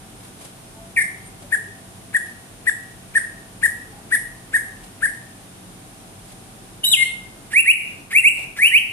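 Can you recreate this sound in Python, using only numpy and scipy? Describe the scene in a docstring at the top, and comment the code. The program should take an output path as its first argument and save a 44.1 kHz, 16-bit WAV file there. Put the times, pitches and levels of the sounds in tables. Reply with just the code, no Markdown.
"""Caged leafbird on a porch

A leafbird sings close to the microphone: a sharp chip, eight short arched chups, a pause, a squeal that
drops to a whistle, then three loud pairs of rising whips. Each note is a gliding sine with beak-shaped
overtones and breath noise, answered by hard walls made of decaying noise. Rustles of shaped noise come from
the perch, smeared tones from far off, and steady sines under coloured noise make a distant machine in
the open air. The recorder's limiter ducks around the loudest notes."""
import sys
import numpy as np
from scipy import signal
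from scipy.fft import rfft, irfft, next_fast_len
from scipy.io import wavfile
from scipy.ndimage import uniform_filter1d, minimum_filter1d, map_coordinates

SR = 44100
rng = np.random.default_rng(int(sys.argv[2]) if len(sys.argv) > 2 else 0)


def pcm_store(signal):
    """Save signal as 16-bit PCM."""
    levels = np.round(np.clip(np.atleast_2d(signal), -1, 1) * 32767)
    wavfile.write(sys.argv[1], SR, levels.astype(np.int16).T)


N = 393372  # length in samples

# Colour of the outdoor rumble. Each row: frequency in Hz, relative density in dB per Hz.
RUMBLE_COLOUR = [(15, -44), (28, -7), (42, 1), (58, -9), (72, -29), (87, -0.5), (151, -6.5), (183, -5.5),
                 (212, -4.5), (289, -5.5), (517, -13), (788, -12), (1200, -16), (1560, -35), (2640, -120)]
# Colour of the outdoor hiss. Each row: frequency in Hz, relative density in dB per Hz.
HISS_COLOUR = [(710, -78), (1200, -5.5), (1430, 0), (1920, -3.5), (2170, -3.5), (3730, -4.5), (4310, -7.5),
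               (7800, -7), (9300, 0), (14400, -17.5)]
# How alike the air sounds left and right. Each row: frequency in Hz, likeness from -1 to 1.
AIR_LIKENESS = [(60, 0.59), (150, 1), (370, 0.67), (920, -0.11), (2280, -0.096), (5670, -0.07),
                (14100, 0.14)]
# Tones of the distant machine. Each row: frequency in Hz, rms level in dB before the hum trim.
MACHINE_TONES = [(101, -57), (129.2, -56), (183.0, -54.5), (667.5, -61.5), (764.4, -61)]
# Faint far-off tones. Each row: centre in seconds, length at half height in seconds, frequency in Hz,
# rate of blurring in knots per second, level at the centre in dB.
DISTANT_TONES = [(0.786, 0.075, 895, 18, -55), (.83, 0.15, 668, 9, -52), (1.45, 0.051, 583, 32, -47.5),
                 (1.58, 0.087, 434, 24, -51), (1.685, .08, 405, 21, -53), (3.77, .06, 480, 20, -51.5),
                 (3.882, .08, 439, 18, -50), (3.98, .1, 810, 73, -48.5), (1.275, 0.043, 9000, 1100, -46)]
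# Feathers and feet. Each row: centre in seconds, length at half height in seconds, level at the centre in dB.
PERCH_SHUFFLES = [(0.249, 0.088, -46), (.44, 0.1, -42), (1.434, 0.061, -47), (2.281, 0.077, -48.5),
                  (4.85, 0.08, -47), (6.3, 0.077, -45), (8.411, 0.088, -41)]
# Colour of the rustles. Each row: frequency in Hz, relative level in dB.
FEATHER_COLOUR = [(200, -6), (600, 7), (1500, -5), (3800, -2.5), (6000, -7.5), (9000, 0), (11500, -4.5),
                  (14000, -25)]
# Decay of the porch's tail. Each row: frequency in Hz, time to fall 60 dB in seconds.
PORCH_DECAY = [(500, 0.075), (2000, 0.56), (4000, 0.5), (9000, 0.4), (14000, 0.6)]
# The beak aims its treble at the walls. Each row: frequency in Hz, boost of the echoes in dB.
BEAK_BEAM = [(2000, 4.5), (4000, 7), (8000, 12), (12000, 7)]
# Overtones of the syrinx. Each row: multiple of the pitch, relative level in dB.
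OVERTONE_LEVELS = [(2, 6.5), (3, -2.5), (4, -6), (5, -6), (6, -17.5), (7, -16)]
# What the beak lets out of the overtones. Each row: frequency in Hz, gain in dB.
BEAK_GAIN = [(3300, -32.5), (3900, -36.5), (4500, -36.5), (5500, -46.5), (6300, -31.5), (7100, -32.5),
             (7800, -21.5), (9000, -16.5), (10800, -9.5), (12500, -27.5), (13500, -30), (14500, -32)]
# Colour of the air noise in the song. Each row: frequency in Hz, relative level in dB.
RASP_COLOUR = [(400, -30), (1000, -3.5), (2400, 4), (3500, -3), (5500, 5), (7200, -9), (8300, 15.5),
               (11000, 13), (12500, -18), (14000, -20)]
# Colour of the rush of air that starts a note. Each row: frequency in Hz, relative level in dB.
SCRATCH_COLOUR = [(400, -16), (900, -10.5), (1600, -1), (2300, 8), (2900, -5), (6500, -17), (9000, -9),
                  (14000, -19)]
# Microphone colour. Each row: frequency in Hz, left-right difference in dB.
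PORT_COLOUR = [(2500, 1), (4000, 2.5), (7700, -9.5), (10000, 1), (13000, 10.5)]
# The two sides of the syrinx in the chip. Each row: start pitch in Hz, settled pitch in Hz,
# level in dB on top of the chip's force, overtones in dB.
SYRINX_SIDES = [(2700, 1820, 0.5, 1), (2950, 2100, -1, -8)]
# Loudness of the chip. Each row: time in seconds, level in dB.
CHIP_LOUDNESS = [(0.961, -46), (0.965, -26), (0.975, -15.5), (0.991, -15), (0.999, -25.5), (1.017, -19.5),
                 (1.027, -24)]
# The chups. Each row: time of the highest point in seconds, top pitch in Hz, level in dB,
# scoop before the top in seconds ahead of stretching, length factor, overtones in dB,
# left-right difference in dB, air noise in dB, upturn relative to the chup in dB.
CHUP_NOTES = [(1.534, 1890, -15, 0.017, 0.92, 3.5, 5.5, -26, -24),
              (2.155, 1904, -14.3, 0.019, 0.84, 4, 3.5, -26, -37),
              (2.681, 1933, -14, 0.018, 0.9, 3.5, 5, -23.5, -25),
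              (3.163, 1883, -12, 0.016, 0.87, 3.5, 2, -22.5, -17),
              (3.644, 1929, -13, 0.019, 1.02, 4.5, 4.5, -21, -25),
              (4.135, 1934, -14.5, .022, 1.03, 4, 5, -19, -14),
              (4.551, 1886, -13.5, 0.019, 0.93, 5, 1.5, -24, -12.5),
              (5.043, 1864, -15.5, .025, 1, 5, 5, -22.5, -12.5)]
# Path of the squeal. Each row: time in seconds, pitch in Hz, level in dB before the squeal's lift.
SQUEAL_PATH = [(6.84, 3606, -33), (6.858, 3840, -24.5), (6.884, 3915, -23.5), (6.9, 3851, -40),
               (6.916, 3800, -25.5), (6.926, 3660, -20), (6.932, 3404, -18), (6.94, 2880, -12.5),
               (6.958, 2390, -33)]
# Held whistles under the squeal's start and after its drop. Each row: start in seconds, length in seconds,
# pitch in Hz, level in dB, swell in dB, overtones in dB, left-right difference in dB, air noise in dB.
HELD_WHISTLES = [(6.833, 0.024, 2965, -14.5, -2, 3, -2, -25), (6.962, 0.077, 2123, -15.5, 16, -2, 0, -25)]
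# The rising whips, in pairs. Each row: start in seconds, length in seconds, start pitch in Hz,
# climb in Hz per second, final bend in Hz, level in dB before the throat, overtones in dB,
# left-right difference in dB, air noise in dB, opening scratch in dB.
WHIP_NOTES = [(7.526, 0.088, 1593, 16980, -410, -5.5, -1, -4, -40, -29.5),
              (7.65, 0.072, 1705, 17170, 89, -2.5, -3.5, -2.5, -32, -35),
              (8.121, .085, 1626, 17660, -490, -5.5, 0, -1, -47, -24.5),
              (8.228, 0.065, 1897, 15300, 125, -4, -2, -4, -48, -48),
              (8.579, 0.11, 1559, 14510, -100, -4.5, -2, -0.5, -28, -26.5),
              (8.708, 0.082, 1693, 15440, 370, -4.5, -6.5, -5.5, -25, -46)]
# A whip is loudest where it meets the throat's resonance. Each row: pitch in Hz, gain in dB.
THROAT_GAIN = [(1600, -15), (1780, -13), (2080, -12.5), (2260, -1.5), (2450, -2.5), (2650, -2), (2850, -5),
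               (3150, -10)]

TOP_HZ = 14400  # band limit
RUMBLE_DB, HISS_DB, HUM_TRIM_DB = -46, -50, -0.5
UNSTEADY = .004  # share by which the pitch trembles
FADE_DB = 23.5  # chups, whistles and whips swell from, and die to, this far under their level
CHIP_SETTLE_S = .006  # time constant of the drop onto the settled pitches
CHIP_WAVER, CHIP_WAVER_PER_S = .04, 130  # share by which each side's pitch wanders, and how often
# All times of a chup, here and below, are before stretching; slopes are shares of its top pitch.
CHUP_RISE_PER_S, CHUP_FALL_PER_S, CHUP_ROUND_S = 18, 11, 0.0088  # arms of the arch, rounded crown
CHUP_FALL_S = 0.024  # from the highest point to the end
CHUP_ATTACK_SHARE = 0.58  # part of the scoop over which the voice swells
CHUP_RELEASE_S = 0.0063
UPTURN_AT_S, UPTURN_S, UPTURN_FADE_S = .017, 0.024, 0.0083  # starts this long after the highest point
UPTURN_FROM, UPTURN_TO = .84, 1.23  # pitch as shares of the top
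SQUEAL_LIFT_DB = 7
WHISTLE_ATTACK_S, WHISTLE_RELEASE_S = 0.0093, 0.0071
WHIP_ATTACK_S, WHIP_RELEASE_S = 0.011, 0.0068
WHIP_BEND_POWER = 7.28  # the higher the power, the later the bend


def amp(db):
    """Decibels to gain."""
    return 10 ** (np.asarray(db) / 20)


def unit(x):
    """Scaled to rms 1."""
    return x / np.sqrt(np.mean(x ** 2) + 1e-20)


def along(points, hz):
    """Read a curve of (Hz, value) points on a log frequency axis."""
    f, v = np.transpose(points)
    return np.interp(np.log(hz + 1), np.log(f + 1), v)


def wobble(rate, size):
    """A smooth random curve, rate knots a second."""
    knots = rng.standard_normal(int(size * rate / SR) + 4)
    return map_coordinates(knots, [np.arange(size) * rate / SR])


def filtered(x, response):
    """Shape the spectrum of x by a response of frequency."""
    size = x.shape[-1]
    m = next_fast_len(size + 4096)
    return irfft(rfft(x, m) * response(np.fft.rfftfreq(m, 1 / SR)), m)[..., :size]


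def noise(spectrum, size):
    """Two unrelated coloured noises, scaled together to rms 1."""
    return unit(filtered(rng.standard_normal((2, size)), lambda hz: amp(along(spectrum, hz))))


def add(track, s, x):
    """Mix x into the track from time s."""
    start = max(round(s * SR), 0)
    part = x[..., :max(N - start, 0)]
    track[:, start:start + part.shape[-1]] += part


def moments(length, count=128):
    """Evenly spaced times through a note."""
    return np.linspace(0, length, count)


def envelope(t, attack, release):
    """Attack, hold and release of a note, in dB."""
    swell = np.maximum(1 - t / attack, 0)
    dying = np.maximum(1 - (t[-1] - t) / release, 0)
    return -FADE_DB * (swell + dying)


def air(spectrum):
    """Stereo noise whose two sides share or part company by frequency, built from mid and side."""
    def turn(hz):
        return np.arccos(np.clip(along(AIR_LIKENESS, hz), -1, 1)) / 2

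    mid, side = filtered(noise(spectrum, N), lambda hz: np.array([np.cos(turn(hz)), np.sin(turn(hz))]))
    return np.array([mid + side, mid - side]) / np.std(mid)


def machine_hum(waver=0.66):
    """A distant machine: steady sines, each with its own slow swell and wavering phase."""
    t = np.arange(N) / SR
    hum = 0
    for hz, db in MACHINE_TONES:
        swell_db = 2 * wobble(5, N)
        tone = np.sin(2 * np.pi * hz * t + waver * wobble(16, N))
        hum = hum + amp(db + HUM_TRIM_DB + swell_db) * np.sqrt(2) * tone
    return hum


def background(drift_db=0.5):
    """Outdoor rumble that drifts slightly in level, steady hiss, and the machine's hum."""
    rumble = amp(RUMBLE_DB + drift_db * wobble(5.1, N)) * air(RUMBLE_COLOUR)
    hiss = amp(HISS_DB) * air(HISS_COLOUR)
    return rumble + hiss + machine_hum()


def far_tones():
    """Brief narrow sounds from the neighbourhood, blurred by distance: carriers with random modulation."""
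    out = np.zeros((2, N))
    for s, length, hz, width, db in DISTANT_TONES:
        size = int(2 * length * SR)
        blur = wobble(width, size) + 1j * wobble(width, size)
        carrier = np.exp(2j * np.pi * hz * np.arange(size) / SR)
        add(out, s - length, amp(db) * np.hanning(size) * unit(np.real(blur * carrier)))
    return out


def shuffles(flutter_db=3):
    """Soft uneven rustles as the bird shifts on its perch: feather-coloured noise that flutters in level."""
    out = np.zeros((2, N))
    for s, length, db in PERCH_SHUFFLES:
        size = int(2 * length * SR)
        rustle = unit(noise(FEATHER_COLOUR, size) * amp(flutter_db * wobble(97.6, size)))
        add(out, s - length, amp(db) * np.hanning(size) * rustle)
    return out


def porch(x, near_db=-13, near_t60=0.019, wall_db=-21.0, wall_delay=0.021, wall_t60=0.15,
          late_db=-13, gap=0.0052):
    """Cage and eaves answer at once, the facing wall a moment later, then a tail; each call a new pattern."""
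    size = SR * 3 // 4
    # the tail: noise that dies at its own pace in each band
    hz, t, z = signal.stft(rng.standard_normal((2, size)), SR, nperseg=256)
    decay = amp(-60 * t / along(PORCH_DECAY, hz)[:, None])
    late = signal.istft(z * decay, SR, nperseg=256)[1][:, :size]
    t = np.arange(size) / SR

    def flurry(delay, t60):
        return unit(rng.standard_normal((2, size)) * amp(-60 * t / t60) * (t > delay))

    near = amp(near_db) * flurry(gap, near_t60)
    wall = amp(wall_db) * flurry(wall_delay, wall_t60)
    tail = amp(late_db) * unit(late * np.minimum(t / wall_delay, 1))
    answer = (near + wall + tail) / np.sqrt(size)
    answer = filtered(answer, lambda hz: amp(along(BEAK_BEAM, hz)))
    return signal.fftconvolve(x[None], answer, axes=1)


def sing(contour, overtone_db, pan_db, rasp_db, scratch_db, growth, bloom_db, tilt_db, lead,
         scratch_length=.03, flutter_db=5.5):
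    """A gliding syrinx tone with overtones shaped by the beak, a little air noise, and its echoes."""
    s, hz, db = np.transpose(contour)
    t = np.arange(s[0] - scratch_length / 2, s[-1], 1 / SR)
    size = len(t)
    glide = uniform_filter1d(np.interp(t, s, hz), size=120, mode="nearest")
    pitch = glide * (1 + UNSTEADY * wobble(624.6, size))
    force = amp(np.interp(t, s, db)) * np.clip((t - s[0]) / .002, 0, 1)
    phase = 2 * np.pi * np.cumsum(pitch) / SR

    middle = np.mean([k for k, _ in OVERTONE_LEVELS])  # tilt_db tips the overtones about this multiple
    upper = 0
    for k, level in OVERTONE_LEVELS:
        flicker_db = flutter_db * wobble(197.6, size)
        gain = amp(level + tilt_db * (k - middle) + along(BEAK_GAIN, k * pitch) + flicker_db)
        upper = upper + gain * np.sin(round(k) * phase) * (k * pitch < SR / 2)
    edge = upper + amp(rasp_db) * noise(RASP_COLOUR, size)[0]

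    # overtones follow the force by a power law and bloom as the beak opens
    bloom = amp(overtone_db + bloom_db * np.linspace(-1, 0, size))
    brightness = bloom * (force / force.max()) ** growth
    # air scratches through the syrinx, strongest as the tone catches
    opening = np.sin(np.pi * np.minimum((t - t[0]) / scratch_length, 1)) ** 2
    scratch = amp(scratch_db) * opening * noise(SCRATCH_COLOUR, size)[0]
    voice = force * np.sin(phase) + force.max() * (brightness * edge + scratch)
    voice = np.sqrt(2) * voice * signal.windows.tukey(size, .04)

    sound = porch(voice)
    # the direct sound reaches the left port first, by lead seconds
    direct = np.array([voice, np.interp(t - lead, t, voice)])
    sound[:, :size] += amp([[pan_db / 2], [-pan_db / 2]]) * direct
    return t[0], sound


def chip():
    """Both sides of the syrinx drop onto different pitches, waver, and beat roughly against each other."""
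    s, force_db = np.transpose(CHIP_LOUDNESS)
    t = np.arange(int((s[-1] - s[0]) * SR)) / SR
    for start_hz, settled_hz, db, overtone_db in SYRINX_SIDES:
        pitch = settled_hz + (start_hz - settled_hz) * np.exp(-t / CHIP_SETTLE_S)
        pitch = pitch * (1 + CHIP_WAVER * wobble(CHIP_WAVER_PER_S, len(t)))
        contour = np.column_stack([s[0] + t, pitch, db + np.interp(s[0] + t, s, force_db)])
        yield sing(contour, overtone_db, pan_db=0.5, rasp_db=-17.5, scratch_db=-52,
                   growth=0.51, bloom_db=11, tilt_db=5.5, lead=.0001)


def chups():
    """Every chup scoops up into the same arch, stretched and transposed, with a quick upturn as it lets go."""
    v = moments(UPTURN_S)
    rise = np.linspace(UPTURN_FROM, UPTURN_TO, len(v))
    upturn = np.column_stack([UPTURN_AT_S + v, rise, envelope(v, UPTURN_FADE_S, UPTURN_FADE_S)])
    for s, top_hz, db, scoop, stretch, overtone_db, pan_db, rasp_db, upturn_db in CHUP_NOTES:
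        t = moments(scoop + CHUP_FALL_S)
        off = t - scoop
        slope = np.where(off < 0, CHUP_RISE_PER_S, CHUP_FALL_PER_S)
        sag = slope * (np.hypot(off, CHUP_ROUND_S) - CHUP_ROUND_S)
        fades = envelope(t, CHUP_ATTACK_SHARE * scoop, CHUP_RELEASE_S)
        arch = np.column_stack([off, 1 - sag, fades])
        for shape, extra_db in (arch, 0), (upturn, upturn_db):
            contour = shape * [stretch, top_hz, 1] + [s, 0, db + extra_db]
            yield sing(contour, overtone_db, pan_db, rasp_db, scratch_db=-28,
                       growth=0.53, bloom_db=11.5, tilt_db=3, lead=0.00012)


def squeal():
    """A high thin note that bends up, then plunges in pitch, loudest near the bottom of its fall."""
    contour = np.array(SQUEAL_PATH) + [0, 0, SQUEAL_LIFT_DB]
    yield sing(contour, overtone_db=-7.5, pan_db=2.5, rasp_db=-17.5, scratch_db=-47,
               growth=0.34, bloom_db=0.5, tilt_db=-3.5, lead=.0001)


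def whistles():
    """Notes held on one pitch while their level swells or fades."""
    for s, length, hz, db, swell_db, overtone_db, pan_db, rasp_db in HELD_WHISTLES:
        t = moments(length)
        level = db + swell_db * (t / length - .5) + envelope(t, WHISTLE_ATTACK_S, WHISTLE_RELEASE_S)
        contour = np.column_stack([s + t, np.full(len(t), hz), level])
        yield sing(contour, overtone_db, pan_db, rasp_db, scratch_db=-46,
                   growth=.66, bloom_db=0.0, tilt_db=0, lead=.0001)


def whips():
    """Pitch climbs through the throat's resonance; late on, the first of a pair bends down, the second up."""
    for s, length, start_hz, climb, bend_hz, db, overtone_db, pan_db, rasp_db, scratch_db in WHIP_NOTES:
        t = moments(length)
        pitch = start_hz + climb * t + bend_hz * (t / length) ** WHIP_BEND_POWER
        level = db + along(THROAT_GAIN, pitch) + envelope(t, WHIP_ATTACK_S, WHIP_RELEASE_S)
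        contour = np.column_stack([s + t, pitch, level])
        yield sing(contour, overtone_db, pan_db, rasp_db, scratch_db,
                   growth=0.58, bloom_db=4.0, tilt_db=1.5, lead=.000095, scratch_length=.055)


def song():
    """All the notes in turn, heard through two microphone ports of unequal treble."""
    out = np.zeros((2, N))
    for notes in chip, chups, squeal, whistles, whips:
        for s, sound in notes():
            add(out, s, sound)
    return filtered(out, lambda hz: amp(np.outer([.5, -.5], along(PORT_COLOUR, hz))))


def scene():
    """The bird in front of its surroundings."""
    return background() + far_tones() + shuffles() + song()


def record(dry, ceiling_db=-1, hold=0.21):
    """A limiter ducks both sides around each peak; nothing is kept above the band limit."""
    needed = np.minimum(1, amp(ceiling_db) / (np.abs(dry).max(axis=0) + 1e-9))
    size = int(hold * SR)
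    # hold the lowest gain around each moment, then smooth it
    gain = uniform_filter1d(minimum_filter1d(needed, size), size // 2)
    return filtered(dry * gain, lambda hz: hz < TOP_HZ)


dry = scene()
out = record(dry)
pcm_store(out)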